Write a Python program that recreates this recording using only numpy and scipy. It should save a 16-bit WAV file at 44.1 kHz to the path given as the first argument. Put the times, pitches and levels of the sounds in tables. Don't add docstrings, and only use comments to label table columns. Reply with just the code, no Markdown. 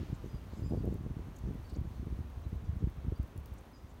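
import sys
import numpy as np
from scipy import signal
from scipy.fft import rfft, irfft, next_fast_len
from scipy.io import wavfile
from scipy.ndimage import map_coordinates

SR = 44100
rng = np.random.default_rng(int(sys.argv[2]) if len(sys.argv) > 2 else 0)


def digitize_waveform(pressure):
    field = np.atleast_2d(pressure).T
    bounded = np.clip(field, -1, 1)
    quanta = np.round(bounded * 32767).astype(np.int16)
    wavfile.write(sys.argv[1], SR, quanta)


N = 176400

# (frequency [Hz], relative density [dB])
RUSH_SPECTRUM = [(20, -15), (55, -6), (120, -8), (250, -2.5), (450, -9.5), (700, -12.5), (1050, -13.5),
                 (1500, -19.5), (2200, -23.5), (3500, -29), (5000, -38), (9000, -44)]
# (time [s], level [dB])
RUSH_LEVEL = [(0, -57), (.2, -55.5), (1.2, -56.5), (2.2, -56), (3.2, -57), (4, -58.5)]
# (frequency [Hz], relative density [dB])
HISS_SPECTRUM = [(1000, -28), (3000, 3.5), (4200, 4.5), (5000, 1), (6200, 4), (7700, -3.5), (9000, 0),
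                 (10400, -7), (11500, -1.5), (15500, -3.5)]
# (time [s], level [dB])
HISS_LEVEL = [(0, -72), (.6, -71), (1.1, -73), (1.7, -71.5), (2.3, -74), (4, -75)]
# (frequency [Hz], relative density [dB])
RUSTLE_SPECTRUM = [(600, 1), (1500, 1), (2600, 1), (4500, -4), (6500, -11), (10000, -29)]
# (onset [s], length [s], pitch [Hz], level [dB])
BIRD_NOTES = [(0.28, .05, 4930, -73), (0.331, 0.047, 4850, -68.5), (.56, .05, 5020, -74),
              (0.622, 0.076, 4940, -67.5), (0.673, .045, 4916, -70), (0.642, .04, 7300, -72),
              (0.77, .035, 4700, -73), (1.645, .018, 4560, -67), (1.744, .014, 4560, -69),
              (1.942, .04, 4300, -74), (2.436, 0.021, 3950, -69.5), (2.645, .03, 4720, -74),
              (3.155, 0.018, 4690, -68), (3.728, 0.027, 5040, -69), (3.745, 0.031, 4910, -66.5)]
# (time [s], level [dB], Gaussian sigma [s], band centre [Hz])
HISS_SWELLS = [(.15, -72, .01, 7300), (.27, -74, 0.022, 6260), (0.533, -72, .025, 4240),
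               (.57, -73.5, 0.033, 7000), (.696, -70, .005, 9300), (0.931, -76, 0.01, 6900),
               (1.365, -66, .005, 6700), (1.39, -67, .004, 6700), (1.483, -75, 0.018, 6000),
               (1.7, -67, .004, 8200), (1.702, -67, 0.01, 4430), (1.748, -66.5, 0.0075, 4500),
               (1.762, -66, .004, 6500), (2.438, -77, .015, 6060), (2.66, -75, .01, 6100),
               (2.805, -76, 0.011, 6100), (3.583, -74, .012, 6100), (3.586, -66.5, .004, 7940),
               (3.78, -76, .02, 6200), (3.905, -76.5, .015, 6700)]
# (time [s], level [dB])
TICKS = [(.855, -56.5), (.942, -54.5), (1.365, -62), (1.387, -61), (1.699, -64), (2.058, -64), (2.557, -64),
         (3.23, -57), (3.377, -50), (3.459, -52), (3.471, -62), (3.539, -56.5)]
# (frequency [Hz], relative density [dB])
BARK_SPECTRUM = [(1500, -18), (4000, -8), (7000, -6.5), (12500, 0), (15500, 1.5)]
# (time [s], level [dB])
CHURN_LEVEL = [(0, -41.5), (.16, -45.5), (.3, -49), (.43, -46), (.6, -46.5), (.74, -39.5), (.92, -40),
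               (1.1, -45.5), (1.24, -45), (1.38, -49), (1.48, -40), (1.67, -49), (2.05, -44.5),
               (2.38, -47.5), (2.8, -45.5), (2.95, -50.5), (3.1, -46), (3.3, -54.5), (3.4, -51),
               (3.52, -49.5), (3.72, -55), (4, -52)]
# (time [s], relative peak [dB], half width [ms])
EDDIES = [(0.007, -31, 1.1), (0.031, -27, 1.2), (0.128, -20.5, 1.51), (0.243, -29.5, 0.81),
          (0.261, -29, 1.07), (0.344, -25, 1.6), (0.534, -33, 0.74), (0.575, -34, 1.25),
          (0.594, -27.5, 1.3), (0.621, -26.5, 1.4), (0.645, -26, 1.86), (0.661, -28, 1.1),
          (0.71, -23.5, 0.88), (0.723, -24, 0.47), (0.735, -25.5, 0.36), (0.747, -25.5, 0.4),
          (0.775, -22.5, 0.93), (0.805, -24, 1.5), (0.844, -22, 0.59), (0.876, -21, 0.67),
          (0.887, -25.5, 0.73), (0.908, -29, 1.2), (0.925, -26, 0.85), (0.955, -32, 0.65),
          (1.009, -27, 1.4), (1.063, -26, 0.83), (1.108, -24.5, 1.36), (1.168, -26.5, 1.4),
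          (1.193, -30, 1.03), (1.438, -25.5, 1.7), (1.474, -31, 0.61), (1.489, -34.5, 0.78),
          (1.504, -34, 0.9), (1.554, -30.5, 0.98), (1.725, -29, 1.44), (1.771, -30, 0.74), (1.785, -20, 2),
          (1.813, -25.5, 1.54), (1.852, -27, 1.38), (1.874, -19.5, 3.2), (1.934, -32, 3.1),
          (1.996, -25, 2.05), (2.03, -27, 1.5), (2.07, -27, 1.02), (2.125, -26, 1.5), (2.19, -28.5, 1.4),
          (2.207, -29, 1.44), (2.254, -33, 3.5), (2.375, -27, 3.6), (2.465, -25, 2), (2.529, -23.5, 1.7),
          (2.558, -23, 2.6), (2.641, -27, 2), (2.693, -20, 2.74), (2.732, -23, 2.26), (2.766, -24.5, 2),
          (2.809, -36, 1.3), (2.824, -27.5, 0.92), (2.84, -17, 1.6), (2.872, -21, 1.44),
          (2.982, -27.5, 2.6), (3.047, -25.5, 1.55), (3.081, -20, 1.75), (3.122, -22.5, 1.1),
          (3.198, -19, 1.9), (3.237, -27, 2.5), (3.36, -31, 1.27), (3.381, -29.5, 1.75), (3.41, -25.5, 3.4),
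          (3.518, -34.5, 2.5), (3.845, -35.5, 2.4)]
# (frequency [Hz], Q, gain)
MIC_RESONANCES = [(65.4, 3.9, 0.29), (372, 1.57, 0.6)]


def amp(db):
    return 10 ** (np.asarray(db) / 20)


def unit(x):
    return x / np.sqrt(np.mean(x ** 2) + 1e-20)


def clock():
    return np.arange(N) / SR


def curve(rows, t):
    return np.interp(t, *np.transpose(rows))


def wobble(knots_per_s):
    knots = rng.standard_normal(int(N * knots_per_s / SR) + 4)
    return map_coordinates(knots, [clock() * knots_per_s])


def filtered(x, response):
    size = next_fast_len(N + SR // 2)
    return irfft(rfft(x, size) * response(np.fft.rfftfreq(size, 1 / SR)), size)[:N]


def noise(spectrum):
    knots_hz, db = np.transpose(spectrum)
    white = rng.standard_normal(N)
    return unit(filtered(white, lambda hz: amp(np.interp(np.log(hz + 1), np.log(knots_hz), db))))


def butter(x, hz, kind, order=4):
    return signal.sosfilt(signal.butter(order, hz, kind, fs=SR, output="sos"), x)


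def wood():
    t = clock()
    rush = amp(curve(RUSH_LEVEL, t) + 0.5 * wobble(7.14)) * noise(RUSH_SPECTRUM)
    hiss = amp(curve(HISS_LEVEL, t) + wobble(16)) * noise(HISS_SPECTRUM)
    return rush + hiss


def crackle(level_db=-81.5, swing_db=10):
    bursts = unit(amp(swing_db * np.minimum(wobble(110), 2)))
    return amp(level_db) * bursts * noise(BARK_SPECTRUM)


def rustle(start_db=-60.5, fade_db_per_s=56):
    return amp(start_db - fade_db_per_s * clock()) * noise(RUSTLE_SPECTRUM)


def distant_birds(fall_fraction=0.008, waver_fraction=0.0026, echo_db=-3.5, echo_t60_s=0.56):
    t, calls = clock(), np.zeros(N)
    waver = waver_fraction * wobble(120)
    for onset_s, length_s, hz, db in BIRD_NOTES:
        progress = np.clip((t - onset_s) / length_s, 0, 1)
        pitch_hz = hz * (1 + fall_fraction * (0.5 - progress) + waver)
        envelope = amp(db) * np.sqrt(np.abs(np.sin(np.pi * progress)))
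        calls += envelope * np.sin(2 * np.pi * np.cumsum(pitch_hz) / SR)
    tail = rng.standard_normal(SR) * amp(-60 * t[:SR] / echo_t60_s)
    echo = signal.fftconvolve(calls, tail / np.linalg.norm(tail))[:N]
    return calls + amp(echo_db) * echo


def twitters_and_scrapes(sigma_oct=0.19, grain_db=1.7):
    t, swells = clock(), np.zeros(N)
    for time_s, db, sigma_s, centre_hz in HISS_SWELLS:
        white = rng.standard_normal(N)
        band = filtered(white, lambda hz: np.exp(-0.5 * (np.log2((hz + 1) / centre_hz) / sigma_oct) ** 2))
        swells += amp(db) * np.exp(-0.5 * ((t - time_s) / sigma_s) ** 2) * unit(band)
    return swells * unit(amp(grain_db * wobble(250)))


def ticks(crack_t60_s=0.008, tail_db=-11, tail_t60_s=0.041):
    t, envelope = clock(), np.zeros(N)
    for time_s, db in TICKS:
        age_s = np.maximum(t - time_s, 0)
        crack = amp(-60 * age_s / crack_t60_s)
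        tail = amp(tail_db - 60 * age_s / tail_t60_s)
        envelope += (t >= time_s) * amp(db) * (crack + tail)
    return envelope * noise(BARK_SPECTRUM)


def mic_pulses(rows, bass_cut_hz=49.5, top_hz=740):
    t, pressure, reach = clock(), np.zeros(N), SR // 10
    for (time_s, db, half_width_ms), sign in zip(rows, rng.choice([-1, 1], len(rows))):
        centre = int(time_s * SR)
        near = slice(max(centre - reach, 0), max(centre + reach, 0))
        offset_ms = (t[near] - time_s) * 1000
        pressure[near] += sign * amp(db) / (1 + (offset_ms / half_width_ms) ** 2)
    for hz, q, gain in MIC_RESONANCES:
        pressure += gain * signal.lfilter(*signal.iirpeak(hz, q, fs=SR), pressure)
    return butter(butter(pressure, bass_cut_hz, "high"), top_hz, "low")


def churn(eddies_per_s=130, base_half_width_ms=2.65, base_db=-46, db_per_halving=7.5, spread_db=3):
    count = int(eddies_per_s * N / SR)
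    time_s = (np.arange(count) + rng.random(count)) / eddies_per_s
    size, width = rng.standard_normal((count, 2)).T
    halvings = (curve(CHURN_LEVEL, time_s) - base_db) / db_per_halving
    half_width_ms = np.clip(base_half_width_ms * np.exp(0.28 * width) / 2 ** halvings, 0.4, 3)
    db = spread_db * np.clip(size, -2, 1.5) - 10 * np.log10(half_width_ms)
    pulses = mic_pulses(np.column_stack([time_s, db, half_width_ms]))
    return amp(curve(CHURN_LEVEL, clock())) * unit(pulses)


def eddies(gain_db=-0.13, shed_count=4, shed_db=-11, shed_spread_s=0.007026):
    time_s, db, half_width_ms = np.repeat(EDDIES, shed_count, axis=0).T
    delay, size, width = np.clip(rng.standard_normal((len(time_s), 3)), -1.7, 1.7).T
    shed = np.column_stack([time_s + shed_spread_s * delay,
                            db + shed_db + 2 * size,
                            half_width_ms * 0.96 * np.exp(0.11 * width)])
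    return amp(gain_db) * mic_pulses(np.vstack([EDDIES, shed]))


def scene():
    wind = eddies() + churn()
    forest = wood() + rustle() + ticks() + crackle() + twitters_and_scrapes() + distant_birds()
    return (wind + forest)[None]


def record(dry, top_hz=15850):
    return filtered(dry[0], lambda hz: hz < top_hz)[None]


dry = scene()
out = record(dry)
digitize_waveform(out)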